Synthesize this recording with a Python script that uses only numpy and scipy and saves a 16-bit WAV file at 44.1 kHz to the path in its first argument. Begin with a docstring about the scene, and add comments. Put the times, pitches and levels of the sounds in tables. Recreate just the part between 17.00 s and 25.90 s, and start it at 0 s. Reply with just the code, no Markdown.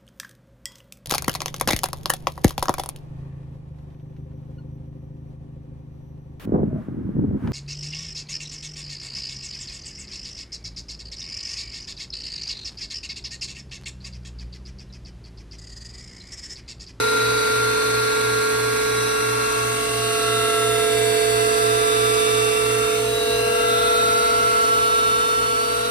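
"""A worn ball bearing whines in a pool pump beside a brick wall.
A pitted ball knocks on the races, louder once per cage turn, giving harmonics with sidebands.
The microphone moves from strainer lid past motor to valve: the lowest sideband pair drones
throughout, higher tones swell and fade as it crosses their standing waves.
The bearing also rattles, mains hum beats against the shaft, cooling air and water rush."""
import sys
import numpy as np
from scipy import signal
from scipy.fft import rfft, irfft, next_fast_len
from scipy.io import wavfile

SR = 44100
rng = np.random.default_rng(int(sys.argv[2]) if len(sys.argv) > 2 else 0)


def log_audio(samples):
    """Write samples as a 16-bit WAV file to the path given in sys.argv[1]."""
    # one column per channel
    frames = np.atleast_2d(samples).T
    # limit to full scale, then quantise
    limited = np.clip(frames, -1, 1)
    pcm = np.round(limited * 32767).astype(np.int16)
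    wavfile.write(sys.argv[1], SR, pcm)


N = 392490

BALL_HZ, CAGE_HZ, SHAFT_HZ, MAINS_HZ = 228.12, 23.15, 58.53, 60.0
CONTROL_STEP = 50
TIME_S = np.arange(N) / SR
CONTROL_S = np.arange(N // CONTROL_STEP + 2) * CONTROL_STEP / SR
FFT_SIZE = next_fast_len(N, True)
FREQS_HZ = np.maximum(np.arange(FFT_SIZE // 2 + 1) * SR / FFT_SIZE, 1)

# Microphone path: time_s, position_m
MIC_PATH = [(0, 0.062), (2.3, 0.034), (3.5, 0.337), (5.5, 0.24), (6.2, 0.616), (7.3, 0.88), (8.9, 0.9)]
# Relation of the two microphone ports: freq_hz, coherence, left_lead_rad
MIC_PORTS = [(100, 1, 0.8), (298, 0.82, -0.5), (520, 0.33, 1.47), (1260, 0.19, 0.5), (4970, 0.13, -1),
             (7160, 1, -3), (8540, 0.8, -5.5), (10340, 0.92, -7.5), (11380, 1, -10.5), (13760, 1, -12)]
# Source gains along the path: time_s, air_db, bearing_db, water_db
NEARNESS = [(0, -3.5, 1.5, 0), (2.4, -6, -0.5, 2), (3.5, -8.5, -0.6, 4), (5.3, -8, 0.8, 4),
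            (6.2, -5, -2.8, 2.5), (6.9, -4, -1.2, 2), (8.9, -6, -4, -1)]
# Cooling air spectrum: freq_hz, density_db
AIR_SPECTRUM = [(25, -35), (45, -30), (62, 3), (90, -12), (150, -12), (270, 3), (350, -17), (450, 0.5),
                (580, -3), (700, -13.5), (900, -5), (1350, -14.5), (2200, -8.5), (5000, -28)]
# Water hiss spectrum: freq_hz, density_db
WATER_SPECTRUM = [(2000, -4), (5500, -3.5), (7000, -4), (8200, 1.5), (10500, 0.5), (11500, -2),
                  (12600, -6.5), (14000, -8.5), (15200, -22)]
# Motor hum along the path: time_s, magnetic_db, shaft_gain_db
HUM_LEVELS = [(0, -38.5, 2.5), (5.8, -38, 3), (7.1, -45.5, -2), (8.9, -45.5, -11)]
# Shaft and blade tones: shaft_order, level_db
SHAFT_ORDERS = [(2, -45), (5, -46)]
# Bearing rattle colour: freq_hz, gain_db
RATTLE_SPECTRUM = [(60, -57), (250, -3), (690, -4.5), (950, 1), (2000, 2.5), (2700, 1.5), (3200, -7),
                   (3800, -0.5), (4450, 0.5), (5000, -5.5), (6100, -1), (8200, -3.5), (10500, -7.5),
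                   (13800, -21), (15000, -36)]
# Lower sideband of ball harmonic 2: time_s, level_db, left_over_right_db
LOWER_DRONE = [(0, -24, -4), (1.9, -23, -2.3), (2.8, -27, -5.5), (4, -20.5, -12), (5.5, -21.0, -10.5),
               (6.8, -26.5, -0.5), (8.9, -32.5, -3)]
# Upper sideband of ball harmonic 2: time_s, level_db, left_over_right_db
UPPER_DRONE = [(0, -31, 1), (2.6, -45.5, -5), (3.8, -31.5, -3), (5.7, -33, -10), (6.6, -23.5, -0.5),
               (8.1, -32, 8), (8.9, -29.5, 1)]
# Tones that carry outside any loud lobe: ball_harmonic, cage_sideband, base_db
CARRYING_TONES = [(2, 0, -48.5), (3, -1, -50), (3, 0, -57), (5, 0, -47.5), (6, 1, -43), (11, 1, -49),
                  (12, -1, -46.5), (15, -1, -48.5), (15, 0, -49), (19, 0, -47)]
# Loud standing-wave lobes, crossed node to node: # middle_s, length_s, ball_harmonic, cage_sideband (steps of
# the cage rate), peak_db, left_over_right_db, left_lead_rad # The two 6.42 s rows, 5 steps above harmonics 17
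# and 18, stand for the shaft's second-order sidebands near 4 kHz.
LOBES = [(3.99, 3.32, 3, 0, -29, 3.5, 1.3), (6.74, 3.35, 3, 0, -29, 3.5, 1.88),
         (8.83, 1.3, 3, 0, -32.5, 6, 2.5), (7.1, 3.4, 3, 1, -41, 3, 2.5), (7.6, 5.1, 4, 0, -42, 7, 0.75),
         (1.86, 4, 5, -1, -36, 1, -1), (3.17, 2.06, 5, -1, -38, 2, -1.5), (7.9, 2.9, 5, -1, -36, 0.5, 2),
         (5.38, 2.3, 5, 1, -37.5, 6, 0.6), (8.5, 2.7, 5, 1, -39.5, 9, 2.5),
         (3.48, 1.3, 6, -2, -38, -2, 0.6), (0.79, 3, 6, -1, -31, -0.5, 3),
         (2.43, 1.15, 6, -1, -28.5, 4.5, 3), (3.52, 1.05, 6, -1, -27.5, -0.5, 0.3),
         (4.97, 2.15, 6, -1, -24.5, -0.5, 3.5), (5.82, 0.63, 6, -1, -33, -3, 4.6),
         (6.73, 1.25, 6, -1, -29.5, 2.5, 4), (7.82, 2.73, 6, -1, -19, -2, 3.5),
         (0.071, 3.54, 6, 1, -24, 4.5, 0), (2.12, 2.23, 6, 1, -30.5, 1, 0.8), (3.32, .7, 6, 1, -34, 0, 1.5),
         (5.88, 0.63, 6, 1, -35.5, -1, -1.5), (7.1, 1.5, 6, 1, -31.5, 2, 0.2),
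         (8.16, 0.99, 6, 1, -38, -1, 1.8), (8.85, 0.48, 6, 1, -31.5, 3, 2), (0.4, 1.5, 7, -1, -37, 0, -2),
         (1.6, 2.5, 7, 1, -33.5, -4, -1.2), (3.85, 3.2, 7, 1, -36.5, 0.5, 0.8),
         (6.52, 0.92, 7, 1, -36, 0, 0.8), (3.93, 2.4, 9, -1, -40, 6, .5), (6.8, 0.85, 9, -1, -40.5, 3, 1),
         (7.36, 0.93, 9, 1, -39.5, 0, 0), (4.1, 0.78, 10, 1, -40, 4, 0.2), (5.24, 1.4, 10, 1, -38, 2, 0.2),
         (2.47, 1.43, 12, -1, -37, 3, 0.5), (4.36, 1.9, 12, -1, -35.5, -1, -2.5),
         (5.58, 1.4, 12, -1, -33, -1.5, -1.7), (8.07, 3.2, 12, -1, -42.5, 5, 0.5),
         (3.3, 1.5, 12, 1, -35, -1, 1.44), (6.49, 0.82, 12, 1, -32, 6, -1.5), (3.5, 2.4, 13, 1, -39, -3, 3),
         (6.05, 2.2, 13, 1, -38, 1, 3), (8.01, 3, 13, 1, -38, 3, 1.75), (3.83, 1.7, 15, 0, -39.5, -1, 2),
         (5.23, 1.4, 15, 0, -37, -4, 4), (0.65, 1.5, 16, 0, -38.5, 5, -3),
         (3.75, 1.7, 16, 0, -34.5, -3, 1.8), (5.16, 1.65, 16, 0, -34.5, -4.5, 0.7),
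         (5.9, 0.38, 16, 0, -38, -3, 1.5), (6.27, 0.38, 16, 0, -36, -3, 2.5),
         (6.83, 0.74, 16, 0, -33, 2, -2), (8.12, 1.06, 16, 0, -38, 2, 1), (1.1, 1.1, 17, -1, -43, -1, 0),
         (7.95, 0.84, 17, -0.5, -42.5, -1, 0.5), (0.25, 1.2, 17, 0, -36.5, -1, 0.5),
         (1.14, 0.81, 17, 0, -39, -2, 0), (2.03, 0.83, 17, 0, -37.5, -2, 0.5),
         (3.25, 1.1, 17, 0, -34, -4, -2.3), (4.3, 1.9, 17, 0, -40, -2, 3),
         (6.24, 0.4, 17, 0, -32.5, 1, 0.5), (7.02, 1.4, 17, 0, -34, -0.5, -1.6),
         (8.88, 0.7, 17, 0, -35.5, -2, -2), (0.091, 0.76, 17, 1, -35.5, -4, 0.5),
         (5, 1.4, 17, 1, -43, -2, 0.5), (6.42, 0.36, 17, 5, -39, 0, -0.5), (6.42, 0.39, 18, 5, -41, -2, 2),
         (6.3, 0.45, 18, 0, -37, -1, 2.5), (1.36, 1.2, 19, -1, -43.5, 1, -0.5),
         (0.87, 0.78, 19, 0, -38.5, -2, 1.4), (3.27, 0.98, 19, 0, -41, -3, 0.5),
         (4.26, 0.9, 19, 0, -42, -2, 0), (8.2, 1.4, 19, 0, -41, -3, 0),
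         (0.38, 0.48, 20, 0, -38.5, -8, -0.2), (4.3, 1.3, 20, 0, -40.5, -5, 0.7),
         (7.3, 1, 20, 0, -42, -5, 1.3), (8.7, 0.6, 20, 0, -40.5, -4, 1.2),
         (4.94, 2.4, 21, 0, -41.5, -11, 0.5), (2.07, 1.1, 25, 1, -40, -13, -2.5),
         (4.2, 1, 35, -1.5, -39, 0, 1)]


def from_db(db):
    return 10 ** (np.asarray(db) / 20)


def unit_rms(x):
    return x / np.sqrt(np.mean(np.abs(x) ** 2) + 1e-20)


def over_time(rows, times_s):
    """Table columns, interpolated in time."""
    knots_s, *columns = np.transpose(rows)
    return [np.interp(times_s, knots_s, column) for column in columns]


def over_freq(rows):
    """Table columns, interpolated in log frequency."""
    knots_hz, *columns = np.transpose(rows)
    return [np.interp(np.log(FREQS_HZ), np.log(knots_hz), column) for column in columns]


def drift(rate_hz):
    """Low-passed noise at control rate; rms 1."""
    pole = np.exp(-2 * np.pi * rate_hz * CONTROL_STEP / SR)
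    count = len(CONTROL_S)
    noise = rng.standard_normal(2 * count)
    return unit_rms(signal.lfilter([1], [1, -2 * pole, pole * pole], noise)[count:])


def phasor(hz, start_s=0):
    """Steady rotation at control rate."""
    return np.exp(2j * np.pi * hz * (CONTROL_S - start_s))


def audio_rate(control):
    return np.interp(TIME_S, CONTROL_S, control)


def tone_at_ports(level_db, pan_db, lead_rad):
    """Complex amplitude of a tone at the left and right port."""
    ratio = from_db(pan_db)
    right = np.sqrt(2 / (1 + ratio ** 2))
    ports = [ratio * right * np.exp(.5j * lead_rad), right * np.exp(-.5j * lead_rad)]
    return from_db(level_db) * np.vstack(ports)


def noise_at_ports(pair, spectrum):
    """Two signals, coloured and mixed as the ports pick them up; rms 1."""
    coherence, lead_rad = over_freq(MIC_PORTS)
    coherence = np.clip(coherence, 0, 1)
    left, other = rfft(pair, FFT_SIZE)
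    right = (coherence * left + np.sqrt(1 - coherence ** 2) * other) * np.exp(-1j * lead_rad)
    colour = from_db(over_freq(spectrum)[0])
    return unit_rms(irfft(np.array([left, right]) * colour, FFT_SIZE)[:, :N])


def housing_ring(pair, position_m, t60_s, direct_db, zones):
    """Housing, wall and slab ring briefly; peaks and notches change with position."""
    age_s = TIME_S[:SR // 20]
    place = audio_rate(position_m)
    place = place / place.max() * (zones - 1)
    out = from_db(direct_db) * pair
    for zone in range(zones):
        ring = rng.standard_normal((2, len(age_s))) * from_db(-60 * age_s / t60_s)
        ring /= np.linalg.norm(ring, axis=1, keepdims=True)
        share = np.sqrt(np.maximum(1 - np.abs(place - zone), 0))
        out += signal.oaconvolve(pair * share, ring, axes=1)[:, :N]
    return out


def cooling_air():
    """Broadband rush of the motor's cooling air; rms 1."""
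    return noise_at_ports(rng.standard_normal((2, N)), AIR_SPECTRUM)


def water_hiss(position_m):
    """Water squeezes through impeller and pipes, heard through the ringing housing; rms 1."""
    flow = rng.standard_normal((2, N))
    ringing = housing_ring(flow, position_m, t60_s=0.051, direct_db=1.0, zones=6)
    return noise_at_ports(ringing, WATER_SPECTRUM)


def motor_hum(in_phase_s=0.294, overtone_db=-50.5, unbalance_db=-49):
    """The rotor slips behind the field, so shaft order 2 beats with the hum at about 3 Hz."""
    magnetic_db, shaft_gain_db = over_time(HUM_LEVELS, TIME_S)
    rad_per_hz = 2 * np.pi * (TIME_S - in_phase_s)
    magnetic = from_db(magnetic_db) * np.cos(2 * MAINS_HZ * rad_per_hz)
    magnetic += from_db(overtone_db) * np.cos(4 * MAINS_HZ * rad_per_hz)
    shaft = sum(from_db(db) * np.cos(order * SHAFT_HZ * rad_per_hz) for order, db in SHAFT_ORDERS)
    unbalance = from_db(unbalance_db) * np.cos(SHAFT_HZ * rad_per_hz)
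    balance = from_db([[-0.7], [0.7]])
    return np.sqrt(2) * (magnetic + unbalance + from_db(shaft_gain_db) * shaft) * balance


def race_roughness(skid_s, points=700):
    """The same race bumps pass on every shaft turn: a fine comb of lines; rms 1."""
    turn = SHAFT_HZ * (TIME_S + skid_s) % 1
    return unit_rms(np.interp(turn, np.linspace(0, 1, points), rng.standard_normal(points)))


def ball_knocks(skid_s, cage_depth=0.4, shaft_depth=0.38, spread_db=1.0):
    """Impulses of the pitted ball, loaded by cage and shaft; rms 1."""
    turns = BALL_HZ * (TIME_S + skid_s)
    hits = np.flatnonzero(np.diff(np.floor(turns)) > 0)
    late_samples = (np.ceil(turns[hits]) - turns[hits]) * SR / BALL_HZ
    cage_load = 1 + cage_depth * np.cos(2 * np.pi * CAGE_HZ * TIME_S[hits])
    shaft_load = 1 + shaft_depth * np.cos(2 * np.pi * SHAFT_HZ * TIME_S[hits])
    force = cage_load * shaft_load * from_db(-spread_db * rng.standard_normal(len(hits)))
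    knocks = np.zeros(N)
    knocks[hits], knocks[hits + 1] = force * (1 - late_samples), force * late_samples
    return unit_rms(knocks)


def bearing_rattle(skid_s, position_m, race_db=2.5, grind_db=6.5):
    """Knocks, race bumps and grinding ring the housing."""
    knocks = ball_knocks(skid_s)
    bumps = from_db(race_db) * race_roughness(skid_s)
    grind = from_db(grind_db) * rng.standard_normal((2, N))
    ringing = housing_ring(knocks + bumps + grind, position_m, t60_s=0.031, direct_db=-6.0, zones=12)
    balance = from_db([[-0.8], [0.8]])
    return balance * noise_at_ports(ringing, RATTLE_SPECTRUM)


def standing_wave(hz, position_m, direct=0.25, port_gap_m=0.1335, count=6, sound_m_per_s=343):
    """Direct sound plus reflections off wall, slab and pipes, summed by position; rms 1."""
    along, across, half_turns = rng.uniform(-1.004, 1, (3, count, 1, 1))
    path_m = along * position_m + across * port_gap_m * np.array([[0], [1]])
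    rays = np.exp(1j * (2 * np.pi * hz * path_m / sound_m_per_s + np.pi * half_turns))
    return unit_rms(direct + rays.sum(0) / np.sqrt(count))


def swells(harmonic, sideband):
    """One tone's half-cosine lobes, and how deep the microphone is inside one (0-1)."""
    envelope, inside = 0, 0
    for middle_s, length_s, lobe_harmonic, lobe_sideband, peak_db, pan_db, lead_rad in LOBES:
        if (round(lobe_harmonic), round(lobe_sideband)) == (harmonic, sideband):
            lobe = np.cos(np.pi * np.clip((CONTROL_S - middle_s) / length_s, -.5, .5))
            envelope = envelope + lobe * tone_at_ports(peak_db, pan_db, lead_rad)
            inside = np.maximum(inside, lobe)
    return envelope, inside


def whistles(position_m, floor_db=-52, shade_per_harmonic=0.041, flutter=0.04, throb=0.005):
    """Tones wander faintly between swells; higher ones flutter and throb more with the cage."""
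    bearing_db = over_time(NEARNESS, CONTROL_S)[1]
    base_db = {(round(row[2]), round(row[3])): floor_db for row in LOBES}
    base_db.update({(harmonic, sideband): db for harmonic, sideband, db in CARRYING_TONES})
    lines = []
    for (harmonic, sideband), db in sorted(base_db.items()):
        loud, inside = swells(harmonic, sideband)
        shade_db = shade_per_harmonic * harmonic * bearing_db  # highs fade faster with distance
        faint = from_db(db + shade_db) * standing_wave(harmonic * BALL_HZ, position_m)
        waver = 1 + flutter * np.sqrt(harmonic) * drift(rate_hz=17)
        waver += throb * harmonic * phasor(CAGE_HZ, start_s=rng.random()).real
        lines.append((harmonic, (loud + (1 - inside) * faint) * waver * phasor(sideband * CAGE_HZ)))
    return lines


def drone(position_m, flutter=0.062, lead_rad_per_m=3.84):
    """The two sidebands of harmonic 2 beat together; (harmonic, envelope) for each."""
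    lower_lead_rad = -2.01 + lead_rad_per_m * position_m
    lower = tone_at_ports(*over_time(LOWER_DRONE, CONTROL_S), lower_lead_rad) * phasor(-CAGE_HZ)
    upper = tone_at_ports(*over_time(UPPER_DRONE, CONTROL_S), lead_rad=1.54) * phasor(CAGE_HZ)
    return [(2, line * (1 + flutter * drift(rate_hz=31))) for line in (lower, upper)]


def bearing_whine(skid_s, position_m, shaft_depth=0.0056, mains_depth=0.069):
    """Knock harmonics with cage sidebands, shaken by the shaft and the magnetic pull."""
    lines = drone(position_m) + whistles(position_m)
    shake = 1 + shaft_depth * phasor(SHAFT_HZ).real + mains_depth * phasor(2 * MAINS_HZ).real
    out = np.zeros((2, N))
    for order in sorted({harmonic for harmonic, line in lines}):
        envelope = shake * sum(line for harmonic, line in lines if harmonic == order)
        carrier = np.exp(2j * np.pi * (order * BALL_HZ * (TIME_S + skid_s) + rng.random()))
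        out += np.sqrt(2) * np.array([(audio_rate(port) * carrier).real for port in envelope])
    return out


def scene():
    """Air, water, hum and bearing along the microphone path."""
    position_m, = over_time(MIC_PATH, CONTROL_S)
    air_db, bearing_db, water_db = over_time(NEARNESS, TIME_S)
    # the ball skids, so knocks come early or late
    skid_s = audio_rate(3e-5 * drift(rate_hz=1.5) + 4e-6 * drift(rate_hz=25))
    whine = bearing_whine(skid_s, position_m)
    rattle = from_db(bearing_db - 30) * bearing_rattle(skid_s, position_m)
    air = from_db(air_db - 32) * cooling_air()
    water = from_db(water_db - 34.5) * water_hiss(position_m)
    return air + water + motor_hum() + rattle + whine


def record(dry, low_cut_hz=24, high_cut_hz=15400):
    """The microphone drops the deepest bass; the top is cut steeply."""
    highpass = signal.butter(2, low_cut_hz, "high", fs=SR, output="sos")
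    lowpass = signal.ellip(10, .1, 90, high_cut_hz, fs=SR, output="sos")
    return signal.sosfilt(lowpass, signal.sosfilt(highpass, dry))


dry = scene()
out = record(dry)
log_audio(out)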